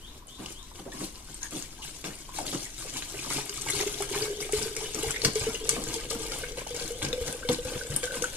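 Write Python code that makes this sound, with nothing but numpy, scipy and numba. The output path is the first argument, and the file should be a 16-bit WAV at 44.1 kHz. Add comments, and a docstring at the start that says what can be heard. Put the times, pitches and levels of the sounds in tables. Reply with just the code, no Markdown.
"""Water spurts into a plastic tub in surges, to the thump and snap of a hand pump on a big water bottle.
Under the palm the plunger judders and knocks, the tube gulps and the valve whistles. The jet patters
and traps bubbles, and the tub's hollow note rises as it fills. A yard wall close by throws it all back.
Behind it a small bird peeps over a low outdoor rumble."""
import sys
import numpy as np
from scipy import signal
from scipy.fft import rfft, irfft, next_fast_len
from scipy.io import wavfile
from scipy.ndimage import uniform_filter1d
from numba import njit

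SR = 44100
rng = np.random.default_rng(int(sys.argv[2]) if len(sys.argv) > 2 else 0)


def unload_audio(sound):
    """Save the sound as a 16-bit wav file, at the path given as the first command line argument."""
    columns = np.transpose(np.atleast_2d(sound))
    # keep every value between -1 and 1, then stretch to whole-number steps
    steps = np.round(np.clip(columns, -1, 1) * 32767)
    wavfile.write(sys.argv[1], SR, steps.astype(np.int16))


N = 368676
TIME = np.arange(N) / SR

# Levels in the tables are fader settings, ahead of each layer's trim and tone shaping.
# The outdoor bed's tone. Each row: frequency in Hz, level in dB.
YARD_SPECTRUM = [(10, -2), (27, 3), (45, -1.5), (80, -8), (140, -15.5), (300, -15), (600, -28.5),
                 (1050, -35), (1400, -31), (5000, -36.5), (9000, -46), (12000, -39), (15000, -43)]
# The bed's slow swell. Each row: time in seconds, level in dB.
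YARD_SWELL = [(0, -46.5), (.4, -51), (.7, -49), (2.3, -47.5), (4, -47.5), (4.8, -46), (6, -43.5),
              (7.3, -44.5), (8.36, -46)]
# Runs of bird peeps. Each row: first and last peep in seconds, level in dB.
PEEP_BOUTS = [(0.002, 0.54, -42.5), (3.79, 5.591, -40), (6.65, 8.238, -41.5)]

# The bottle's resonances. Each row: centre in Hz, width in Hz, gain in dB.
BOTTLE_MODES = [(60, 63, -9), (95.6, 8.8, 0), (138.3, 18.5, 8.5), (241, 40, 9), (305, 25, -15),
                (370, 27, -20)]
# The pump housing's resonances. Each row: centre in Hz, width in Hz, gain in dB.
HOUSING_MODES = [(140.6, 22, -3), (191.7, 19, -1), (270, 23, -1.5), (303.3, 17, 1), (371, 34, -1),
                 (490, 65, -4), (770, 127, -5.5), (975, 230, -6)]
# Dull, low thuds of the big bottle being bumped, each at its own pitch.
# Each row: start in seconds, level in dB, centre in Hz.
THUDS = [(3.76, -31.5, 110), (4.57, -30, 65.6), (5.07, -29.5, 81.4), (5.253, -20, 166), (5.41, -28, 100),
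         (5.87, -35, 130), (6.392, -39, 132), (7.028, -26.5, 141), (7.047, -24.5, 152), (7.209, -29, 65),
         (7.491, -18, 332), (7.648, -30.5, 88), (7.752, -32, 120), (7.899, -25, 128), (7.926, -27, 138),
         (8.17, -46, 111)]
# The plunger in its housing. Each row: start in seconds, level in dB, centre in Hz, length in seconds.
THUMPS = [(0.393, -30.5, 215, 0.056), (0.787, -35, 274, 0.032), (0.852, -38, 330, 0.044),
          (0.934, -37, 300, 0.054), (1.006, -25.5, 205, 0.041), (1.297, -39.5, 200, .015),
          (1.519, -30, 209, 0.063), (2.04, -30, 215, 0.047), (2.389, -35, 413, 0.12),
          (2.526, -24.5, 237, 0.036), (2.933, -40, 220, 0.039), (3.259, -31, 298, 0.017),
          (3.352, -30, 280, 0.034), (4.579, -33, 220, 0.063), (4.953, -34.5, 318, 0.044),
          (5.251, -23, 250, 0.034), (5.474, -26.5, 307, 0.025), (5.757, -29.5, 330, 0.064),
          (6.151, -30, 318, 0.013), (6.795, -36.5, 292, 0.051), (7.023, -27, 270, 0.063),
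          (7.282, -30.5, 268, 0.017), (7.493, -23.5, 290, 0.039), (7.649, -37, 310, 0.076),
          (7.752, -30, 312, 0.019), (7.929, -34, 310, 0.056), (8.166, -32.5, 312, 0.052)]
# Gulps in the tube. Each row: start in seconds, level in dB, centre in Hz, decay in seconds.
GULPS = [(.272, -47, 515, 0.011), (.783, -49, 600, 0.026), (.856, -33, 374, 0.017), (.873, -39, 660, 0.017),
         (2.392, -33, 705, 0.015), (2.405, -35, 545, .04), (2.852, -36.5, 437, 0.019),
         (3.145, -35.5, 515, 0.017)]
# Valve squeaks. Each row: start and length in seconds, level in dB, first pitch, last pitch, width in Hz.
WHISTLES = [(0.921, 0.11, -49, 1020, 1080, 110), (0.919, 0.026, -49, 1770, 1760, 200),
            (1.412, 0.065, -48, 1710, 1760, 300), (1.413, 0.057, -51.5, 980, 1040, 120),
            (1.783, 0.041, -51.5, 665, 1190, 230), (1.818, 0.028, -43, 2860, 2880, 600),
            (2.271, 0.096, -55, 1120, 1010, 90), (2.649, 0.028, -48, 1920, 1890, 400)]
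# Plastic snapping and drops ticking on it. Each row: start in seconds, level in dB, centre in Hz.
SNAPS = [(0.2702, -42, 9000), (0.46, -29.5, 3960), (0.5227, -35.5, 9700), (0.919, -37.5, 2900),
         (1.005, -45, 3200), (1.3433, -33, 8400), (1.4294, -25.5, 6540), (1.828, -43, 3000),
         (2.042, -30, 2580), (3.0224, -27, 2980), (2.387, -40, 1500), (2.466, -30.5, 4360),
         (3.494, -27, 4690), (3.619, -28, 7540), (3.701, -22.5, 9200), (4.022, -23.5, 9700),
         (4.4926, -45, 6000), (4.523, -23.5, 7900), (4.6246, -27, 7840), (4.7655, -25.5, 7040),
         (4.946, -26.5, 5160), (4.989, -30, 6460), (5.031, -24, 7340), (5.1075, -23, 8800),
         (5.2177, -25, 4260), (5.2479, -13, 4730), (5.2497, -16.5, 1800), (5.253, -18, 5000),
         (5.3555, -24.5, 4840), (5.41, -28, 4820), (5.6917, -11, 7200), (5.708, -25, 7350),
         (6.1022, -29, 5560), (6.671, -34, 4150), (6.919, -34, 8400), (7.02, -27, 2180),
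         (7.027, -25.5, 5070), (7.049, -25, 4000), (7.129, -23, 2640), (7.326, -28, 8400),
         (7.4888, -19.5, 3000), (7.9622, -15, 9100), (8.031, -24, 2930), (8.222, -22.5, 6100),
         (8.242, -28, 6500)]
# The snaps' tone. Each row: frequency in Hz, gain in dB.
SNAP_SPECTRUM = [(300, 9), (2000, -9.5), (9000, -3.5), (11500, -9.5), (15500, -26)]

# The tub's resonances. Each row: centre in Hz, width in Hz, gain in dB.
TUB_MODES = [(665, 53, -25), (882, 11, 3), (1208, 28, 7), (1602, 42, 9.5), (2233, 180, 10),
             (2950, 290, 6.5), (3415, 44, 8)]
# How open the tub stands under the spout. Each row: time in seconds, share from 0 to 1.
TUB_OPENNESS = [(0, 0.28), (2.6, 0.82), (4, 0.99), (8.3, 1)]
# The hollow note rising as the tub fills. Each row: time in seconds, pitch in Hz.
HOLLOW_PITCH = [(0, 395), (3.7, 406), (4.3, 412), (4.7, 422), (5.35, 440), (6, 464), (6.8, 479),
                (7.5, 492.6), (8.36, 491)]
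# How readily the jet rings that note. Each row: time in seconds, level in dB at the usual flow.
HOLLOW_LEVEL = [(2.7, -72), (3.2, -60), (3.65, -52), (3.9, -41.5), (4.5, -39.5), (4.9, -47.5), (5.5, -44.5),
                (6.2, -46), (6.8, -45.5), (7.6, -44.5), (8.3, -47)]
# The upper note ringing freely once the tub is nearly full. Each row: time in seconds, linear gain.
UPPER_NOTE_GAIN = [(0, 0.02), (6.2, 0.029), (7.3, 0.12)]
# Drops that strike the upper note. Each row: start in seconds, level in dB.
PLINKS = [(7.427, -31.5), (7.808, -33), (8.035, -27.5), (8.072, -31), (8.104, -30), (8.136, -30)]
# Slugs of water plunging in, one glug apiece. Each row: start in seconds, level in dB.
SLUGS = [(3.138, -36), (3.378, -29.5), (3.495, -36), (3.735, -29.5), (3.805, -31), (3.866, -28),
         (4.005, -25.5), (4.133, -38), (4.16, -25), (4.191, -32), (4.221, -25.5), (4.243, -25),
         (4.308, -24), (4.385, -31), (4.414, -30), (4.45, -33), (4.532, -16), (4.615, -32), (4.658, -25.5),
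         (4.711, -32), (4.77, -30.5), (4.838, -33), (4.946, -29.5), (4.984, -36), (5.031, -23.5),
         (5.064, -25), (5.094, -35), (5.141, -34), (5.189, -37), (5.237, -25), (5.356, -17.5), (5.412, -31),
         (5.467, -19.5), (5.613, -33), (5.686, -35.5), (5.728, -29), (5.961, -27.5), (6.034, -40),
         (6.131, -29.5), (6.2, -33), (6.432, -29.5), (6.523, -31.5), (6.576, -29), (6.707, -27.5),
         (6.742, -29.5), (6.81, -31), (6.904, -25), (7.13, -21), (7.178, -25), (7.211, -23.5), (7.265, -31),
         (7.449, -27.5), (7.495, -16), (7.585, -24.5), (7.651, -27), (7.746, -32), (7.81, -40),
         (7.856, -36.5), (8.032, -24), (8.103, -31), (8.135, -32), (8.22, -24.5)]
# Big single bubbles. Each row: start in seconds, level in dB, first pitch in Hz, ring time in seconds.
PLOPS = [(0.261, -42, 716, 0.021), (.715, -36, 890, 0.018), (1.205, -44, 830, .025),
         (2.291, -32, 900, .022), (2.387, -24, 766, 0.02), (2.849, -36, 600, 0.016),
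         (2.962, -26.5, 1000, .022), (3.142, -34, 590, 0.022), (3.19, -29, 2300, 0.022),
         (3.322, -26.5, 1790, 0.02), (3.383, -21, 797, 0.024), (3.579, -33.5, 1170, 0.03),
         (3.665, -28, 765, 0.013), (3.673, -33, 1420, .026), (3.685, -29, 2030, 0.023),
         (3.7, -25.5, 2040, .035), (3.721, -25, 3410, .03), (3.733, -21, 4070, 0.024),
         (3.803, -22, 746, 0.018), (3.803, -26, 1860, 0.026), (4.005, -21, 730, 0.03),
         (4.023, -25.5, 1190, 0.022), (4.222, -21, 4370, 0.018), (4.425, -26, 2090, 0.041),
         (4.493, -25, 690, 0.018), (4.645, -26, 4370, 0.022), (4.765, -26, 2170, 0.035),
         (5.043, -27, 786, 0.033), (5.105, -24, 1420, 0.025), (5.143, -27, 2010, 0.048),
         (5.1605, -19.5, 2054, 0.04), (5.549, -23, 2710, 0.039), (5.765, -24.5, 650, 0.033),
         (5.765, -37, 1150, .025), (6.167, -39, 706, 0.018), (6.436, -25.5, 1545, 0.026),
         (6.44, -23.5, 2090, 0.022), (6.577, -39, 1530, .03), (6.615, -34, 950, .03),
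         (6.667, -26.5, 750, 0.014), (7.017, -26.5, 935, .03), (7.278, -30, 765, 0.016),
         (7.489, -23.5, 890, 0.035), (8.24, -19.5, 1390, 0.041)]

# The fine spray's tone. Each row: frequency in Hz, gain in dB.
SPRAY_SPECTRUM = [(500, -19), (1500, -22), (2500, -5), (3300, 0), (5000, 0), (7000, 3), (9500, 1.5),
                  (11500, -5.5), (13500, -10), (15500, -104)]
# The coarse drops' tone. Each row: frequency in Hz, gain in dB.
DROP_SPECTRUM = [(60, -32), (140, 13), (200, -11), (310, 8.5), (450, -2.5), (620, -5), (1000, -2.5),
                 (1800, -12.5), (2600, -6.5), (4000, -6), (9000, -5)]
# The thin stream between surges. Each row: time in seconds, spray level in dB.
STREAM = [(0, -56.5), (.23, -69), (.55, -58), (1.4, -54), (2.2, -52.5), (3.0, -44.5), (3.9, -42),
          (4.8, -49.5), (5.6, -44), (6.6, -48.5), (7.3, -49), (8.36, -44)]
# Surges from the spout. Each row: start and length in seconds, spray level and drop level in dB.
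SURGES = [(0.058, 0.12, -61, -60.5), (0.27, 0.092, -53, -59), (0.375, 0.14, -50.5, -52.5),
          (0.739, 0.04, -48.5, -52.5), (0.914, 0.083, -49.5, -56), (0.987, 0.057, -41.5, -50),
          (1.403, 0.045, -44.5, -57), (1.501, 0.14, -44.5, -51), (1.812, 0.14, -48, -57.5),
          (2.036, 0.069, -46.5, -46), (2.322, 0.074, -42, -49.5), (2.446, 0.18, -42.5, -53),
          (2.747, 0.14, -47.5, -58), (2.917, 0.078, -41, -45.5), (3.162, 0.057, -46, -50),
          (3.28, 0.12, -39.5, -44), (3.546, 0.078, -41, -50.5), (3.661, 0.048, -40, -44),
          (3.724, 0.13, -38, -46), (3.982, 0.097, -43.5, -49), (4.103, 0.16, -38.5, -42),
          (4.395, 0.021, -32.5, -40.5), (4.51, 0.15, -38.5, -46.5), (4.755, 0.16, -43, -50.5),
          (4.94, 0.17, -39.5, -43.5), (5.225, 0.044, -34, -39), (5.354, 0.17, -40.5, -45.5),
          (5.687, 0.078, -47, -43), (5.883, 0.077, -38.5, -45.5), (6.025, 0.027, -59, -48),
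          (6.094, 0.16, -44, -47.5), (6.306, 0.11, -40.5, -45.5), (6.565, 0.042, -39, -42),
          (6.733, 0.13, -42.5, -50.5), (7.014, 0.036, -39.5, -42), (7.241, 0.063, -40, -43),
          (7.473, 0.058, -42, -52), (7.622, 0.13, -42.5, -48), (7.89, 0.042, -37, -43),
          (8.022, 0.013, -35, -44.5), (8.11, 0.07, -44, -49)]
# The stereo tilt. Each row: frequency in Hz, left over right in dB.
LEFT_TILT = [(30, 3.5), (100, 0.7), (700, 1), (1400, 0), (2600, 0), (4400, 6.5), (6500, 7.5), (9000, 2.5)]

UPPER_NOTE_HZ = 1539


def undb(db):
    return 10 ** (np.asarray(db) / 20)


def rms(x):
    return np.sqrt(np.mean(x ** 2)) + 1e-12


def peak(x, db):
    return x * undb(db) / np.abs(x).max()


def curve(rows):
    """An automation lane: straight lines between timed points."""
    return np.interp(TIME, *np.transpose(rows))


def wander(hz):
    """Random drift with a spread near 1."""
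    knots = rng.standard_normal(2000)
    return np.interp(TIME * hz, np.arange(len(knots)), knots)


def add(track, s, sound):
    """Mix a sound in at s seconds."""
    start = int(s * SR)
    sound, start = sound[max(-start, 0):], max(start, 0)
    track[start:start + len(sound)] += sound[:max(N - start, 0)]


def colour(x, points):
    """Minimum-phase EQ through the given points, built from the cepstrum."""
    hz, db = np.transpose(points)
    size = next_fast_len(len(x) // 2 + 4096) * 2
    bins = np.arange(size // 2 + 1) * SR / size
    gain = undb(np.interp(np.log(bins + 1), np.log(hz), db))
    cepstrum = irfft(np.log(gain))
    cepstrum[1:size // 2] *= 2
    cepstrum[size // 2 + 1:] = 0
    return irfft(rfft(x, size) * np.exp(rfft(cepstrum)))[:len(x)]


def band(x, hz, width):
    """One resonance, gain 1 at the centre."""
    return signal.lfilter(*signal.iirpeak(min(hz, SR / 3), hz / min(width, SR / 3), SR), x)


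@njit
def moving_band(x, hz, width):
    """A state-variable resonance whose centre moves."""
    y, band_state, low_state = np.empty(len(x)), 0., 0.
    for i in range(len(x)):
        g, damping = np.tan(np.pi * hz[i] / SR), width / hz[i]
        v = (band_state + g * (x[i] - low_state)) / (1 + g * (g + damping))
        band_state, low_state = 2 * v - band_state, low_state + 2 * g * v
        y[i] = damping * v
    return y


def ring(x, modes):
    """A body's resonances side by side."""
    return sum(undb(db) * band(x, hz, width) for hz, width, db in modes)


def steady(x, seconds):
    """Ride the level to 1 over the given time; faster grain stays."""
    return x / np.sqrt(np.abs(uniform_filter1d(x ** 2, int(seconds * SR))) + 1e-12)


def burst(rise, decay):
    """Noise that swells and dies away, both times in seconds."""
    t = TIME[:SR // 3]
    return rng.standard_normal(len(t)) * (1 - np.exp(-(t / rise) ** 2)) * np.exp(-t / decay)


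@njit
def bubbles(times, sizes, pitches, t60s, glide):
    """Damped sines whose pitch climbs as each bubble nears the surface."""
    y = np.zeros(N)
    for k in range(len(times)):
        start, count = int(times[k] * SR), int(t60s[k] * SR) + 1
        phasor = sizes[k] + 0j
        step = np.exp(2j * np.pi * pitches[k] / SR - 6.9 / count)
        climb = np.exp(2j * np.pi * pitches[k] * glide / count / SR)
        for i in range(start, min(start + count, N)):
            y[i] += phasor.imag
            phasor, step = phasor * step, step * climb
    return y


def patter(rate, spread_db, low_hz, high_hz, cycles, glide):
    """A cloud of tiny impacts and bubbles; the wider the spread, the more a few stand out."""
    when, size, pitch, life = rng.random((int(rate * N / SR), 4)).T
    hz = low_hz + (high_hz - low_hz) * pitch
    t60 = cycles * (0.14 + 2 * life ** 2) / hz
    sizes = undb(-spread_db * np.log(np.maximum(size, .004))) / np.sqrt(t60)
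    cloud = bubbles(when * N / SR, sizes, hz, t60, float(glide))
    return cloud / rms(cloud)


def yard():
    """The bed: a slowly swelling outdoor rumble in the centre, with a faint, wide hiss."""
    mid, side = (colour(rng.standard_normal(N), YARD_SPECTRUM) for _ in range(2))
    side = undb(-55) * side + signal.sosfilt(signal.butter(1, 1200, "high", fs=SR, output="sos"), side)
    return np.array([mid + side, mid - side]) / rms(mid) * undb(curve(YARD_SWELL))


def bird(peep_s=.108, gap_s=.26, low_hz=2940, rise_hz=1002, rasp_hz=599):
    """Raspy tones that sweep upward, evenly spaced within each bout."""
    out = np.zeros(N)
    progress = np.linspace(0, 1, int(peep_s * SR))
    sweep = low_hz + rise_hz * np.sin(np.pi / 2 * progress) ** 2
    envelope = np.sin(np.pi * progress ** 0.8) ** 0.55
    for first, last, db in PEEP_BOUTS:
        for s in np.linspace(first, last, round((last - first) / gap_s) + 1):
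            detune = 0.011 * rng.standard_normal()
            rasp = 0.028 * (.5 + progress) * wander(rasp_hz)[:len(progress)]
            hz = sweep * (1 + detune + rasp)
            add(out, s, undb(db) * envelope * np.sin(2 * np.pi * np.cumsum(hz) / SR))
    return out


def walls(x, t60, wet_db, close_db):
    """Quick reflections off tub, hand and bottle, then the yard walls."""
    t, out = TIME[:SR // 5], np.zeros((2, N))
    hop = SR // 70
    window = np.sqrt(signal.windows.hann(2 * hop, sym=False))
    envelope = sum(undb(db) * np.exp(-np.log(1000) * t / life) * np.sqrt(np.log(1000) / (life * SR))
                   for life, db in [(.025, close_db), (t60, wet_db)])
    starts = np.arange(0, N - 2 * hop, hop)
    # Each splash lands on a new spot, so every grain gets its own echoes.
    mid, side = rng.standard_normal((2, len(starts), len(t)), dtype=np.float32) * envelope
    mid = signal.lfilter(*signal.butter(1, 400, "high", fs=SR), mid)
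    side = signal.lfilter(*signal.butter(2, 450, "high", fs=SR), side)  # keeps the bass centred
    grains = x[starts[:, None] + np.arange(2 * hop)] * window
    for channel, echoes in zip(out, (mid + side, mid - side)):
        for start, tail in zip(starts, signal.fftconvolve(grains, echoes, axes=1)):
            add(channel, start / SR, tail)
    return out


def spout(hz=1040):
    """Running water rings the plastic spout faintly, fading as the open tub takes over."""
    note = band(band(rng.standard_normal(N), hz, 110), hz, 400)
    flicker_db = 2.5 * wander(13)
    return note / rms(note) * undb(-60.5 + flicker_db) * (1 - curve(TUB_OPENNESS))


def valve_whistle(length, start_hz, end_hz, width):
    """Air squeezes through the valve in a breathy, gliding squeak."""
    count = int(length * SR)
    pitch = np.linspace(start_hz, end_hz, count)
    air = moving_band(rng.standard_normal(count), pitch, float(width))
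    air = moving_band(air, pitch, float(width)) * signal.windows.tukey(count)
    return air / rms(air)


def tube_gulp(hz, decay):
    """Air and water drawn through the tube give a short, throaty knock."""
    return band(band(burst(0.00085, decay), hz, hz * 0.52), hz, hz * 0.44)


def bottle_thud(hz):
    """One soft push, a cycle long, sets the big bottle ringing."""
    push = np.sin(np.pi * np.minimum(TIME[:SR // 3] * hz, 1)) ** 2
    return band(ring(push, BOTTLE_MODES), hz, hz * 1.24)


def plunger_thump(hz, length, judder_hz=139.5):
    """The struck plunger knocks, then sticks and slips, rasping and keeping the housing ringing."""
    t = TIME[:SR // 3]
    slip_rate = judder_hz * (1 + 0.1835 * wander(148.7)[:len(t)])
    phase = np.cumsum(slip_rate) / SR % 1
    slips = np.exp(-phase / 0.15)
    drive = slips - slips.mean() + undb(2) * rng.standard_normal(len(t))
    housing = sum(undb(db) * steady(band(band(drive, mode, width), mode, 4 * width), 0.019)
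                  for mode, width, db in HOUSING_MODES)
    body = band(housing, hz, hz * 1.9)
    rasp = band(slips * rng.standard_normal(len(t)), 1300, 2000) * np.exp(-t / 0.089)
    knock = band(burst(0.00093, 0.0049), 670, 950)
    envelope = (1 - np.exp(-(t / 0.0011) ** 2)) / (1 + (t / (1.24 * length)) ** 4)
    judder = body / rms(body) + undb(-13) * rasp / rms(rasp[:SR // 50])
    return judder * envelope + peak(knock, 1)


def pump():
    """Plunger, bottle, tube and valve, each on its cues."""
    out = np.zeros(N)
    for s, db, hz, length in THUMPS:
        add(out, s, peak(plunger_thump(hz, length), db))
    for s, db, hz in THUDS:
        add(out, s, peak(bottle_thud(hz), db))
    for s, db, hz, decay in GULPS:
        add(out, s, peak(tube_gulp(hz, decay), db))
    for s, length, db, start_hz, end_hz, width in WHISTLES:
        add(out, s, valve_whistle(length, start_hz, end_hz, width) * undb(db - 1.5))
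    return out


def snaps():
    """A brief crack rings one patch of plastic and, more faintly, the tub."""
    out = np.zeros(N)
    for s, db, hz in SNAPS:
        crack = burst(.0002, .0014) + undb(-29) * burst(.002, .015)
        patch = band(band(crack, hz, hz * .55), hz, hz * 1.8) + undb(-3) * band(crack, hz, 450)
        snap = patch + undb(-11) * ring(crack, TUB_MODES)
        add(out, s, snap * undb(db) / rms(snap[:SR // 200]))
    return colour(out, SNAP_SPECTRUM)


def plops(rise=0.43, pinch_s=0.0014):
    """A splash traps a big bubble, which pinches off, rings and climbs in pitch as it surfaces."""
    t, out = TIME[:SR // 10], np.zeros(N)
    for s, db, hz, t60 in PLOPS:
        pitch = hz * (1 + rise * np.minimum(t / t60, 1.5))
        envelope = (1 - np.exp(-(t / pinch_s) ** 2)) * np.exp(-np.log(1000) * t / t60)
        note = np.sin(2 * np.pi * np.cumsum(pitch) / SR) * envelope
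        splash = band(burst(0.0014, 0.0055), hz, hz * 0.63)
        add(out, s - .001, peak(note, db - 5))
        add(out, s - .001, peak(splash, db - 8))
    return out


def plinks():
    """Single drops ping the upper note of the nearly full tub."""
    out = np.zeros(N)
    for s, db in PLINKS:
        ping = band(burst(0.0018, 0.0027), UPPER_NOTE_HZ, 70)
        add(out, s, peak(band(ping, UPPER_NOTE_HZ, 340), db))
    return out


def slaps():
    """Each slug smacks the surface with a bright splash and rings the tub."""
    out = np.zeros(N)
    for s, db in SLUGS:
        hit = burst(0.0012, 0.0093)
        slap = ring(hit, TUB_MODES) + undb(-4) * band(hit, 4800, 7300)
        add(out, s - .002, peak(slap, db - 10))
    return out


def hollow_note(spray_flow, slosh_hz=14, glug_hz=18, glug_db=6.5, usual_flow_db=-42):
    """Jet and slugs ring the air in the tub; the pitch follows the sloshing water level."""
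    pitch = curve(HOLLOW_PITCH)
    sloshed = pitch * (1 + 0.019 * wander(slosh_hz))
    stir = patter(rate=130, spread_db=0, low_hz=246, high_hz=810, cycles=5, glide=0.78)
    note = moving_band(moving_band(stir, sloshed, 45.0), sloshed, 290.0)
    level = undb(curve(HOLLOW_LEVEL) + glug_db * np.tanh(wander(glug_hz)))
    push = (spray_flow / undb(usual_flow_db)) ** 0.21
    fade_in = np.clip(TIME - 2, 0, 1)
    note = steady(note, 0.084) * level * push * fade_in
    starts, db = np.array(SLUGS, float).T.copy()
    slug_hz = np.interp(starts, TIME, pitch) * (1 + 0.02 * rng.standard_normal(len(starts)))
    glugs = bubbles(starts, undb(db + 0.5), slug_hz, np.full(len(starts), .135), 0.063)
    return note + moving_band(glugs, pitch, 160.0)


def flow(attack_s=0.014, release_s=0.026, flutter_hz=35.86, flutter_db=2.5):
    """Envelopes for spray and drops: each surge swells, holds and drains on top of the stream."""
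    t, stream = TIME[:SR // 2], undb(curve(STREAM))
    spray_power, drop_power = stream ** 2, (stream * undb(-7.5)) ** 2
    for s, length, spray_db, drop_db in SURGES:
        surge = np.minimum(t / attack_s, 1) * np.exp(-np.maximum(t - length, 0) / release_s)
        add(spray_power, s, (surge * undb(spray_db)) ** 2)
        add(drop_power, s, (surge * undb(drop_db)) ** 2)
    flutter = undb(flutter_db * wander(flutter_hz))  # the jet breaks up unevenly
    return np.sqrt([spray_power, drop_power]) * flutter


def jet_spray(spray_flow):
    """Fine spray fizzes on the surface, water swishes down the tub wall and lone bubbles tinkle."""
    fizz = patter(rate=3000, spread_db=3.7, low_hz=1200, high_hz=15500, cycles=9, glide=.08)
    swish = undb(5.5) * (1.2 - curve(TUB_OPENNESS)) * rng.standard_normal(N)
    tinkle = patter(rate=35, spread_db=2.5, low_hz=3780, high_hz=9760, cycles=25, glide=0.053)
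    spray = steady(colour(fizz + swish, SPRAY_SPECTRUM), 0.11)
    return (spray + undb(-7.5) * tinkle) * spray_flow * undb(-0.64)


def jet_drops(drop_flow):
    """Coarse drops patter in, ringing the tub and gurgling more as it opens under the spout."""
    openness = curve(TUB_OPENNESS)
    drops = patter(rate=800, spread_db=2.5, low_hz=95.6, high_hz=5180, cycles=4.1, glide=0.097)
    drops += undb(-12) * rng.standard_normal(N)
    gurgle = patter(rate=49, spread_db=1.5, low_hz=515, high_hz=2930, cycles=50, glide=0.31)
    tub = undb(-10.5) * openness * ring(drops, TUB_MODES)
    upper_note = undb(26.5) * curve(UPPER_NOTE_GAIN) * band(drops, UPPER_NOTE_HZ, 52)
    body = steady(colour(drops, DROP_SPECTRUM) + tub + upper_note, 0.042)
    return (body + undb(-7.5) * openness * gurgle) * drop_flow * undb(3.5)


def scene(left_lag_samples=4):
    """Water and pump up front, the bird set back in the reflections, the yard bed underneath."""
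    spray_flow, drop_flow = flow()
    water = jet_spray(spray_flow) + jet_drops(drop_flow) + spout() + plops() + plinks() + slaps()
    close = water + pump() + snaps()
    peeps = bird()
    mono = close + hollow_note(spray_flow) + undb(-7.5) * peeps
    direct = np.array([np.pad(mono, (left_lag_samples, 0))[:N], mono])
    wet = walls(close, t60=0.32, wet_db=-4, close_db=-3.5)
    wet += walls(peeps, t60=0.47, wet_db=-5, close_db=-23)
    return undb(-0.95) * (direct + wet) + yard()


def record(dry, ceiling=.85, top_hz=15200):
    """The master chain: tilt the tone to the left, round the loudest peaks and cut the top."""
    tilted = np.array([colour(channel, [(hz, sign * db / 2) for hz, db in LEFT_TILT])
                       for channel, sign in zip(dry, (1, -1))])
    rounded = ceiling * np.tanh(tilted / ceiling)
    return signal.sosfilt(signal.ellip(8, .2, 70, top_hz, fs=SR, output="sos"), rounded)


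dry = scene()
out = record(dry)
unload_audio(out)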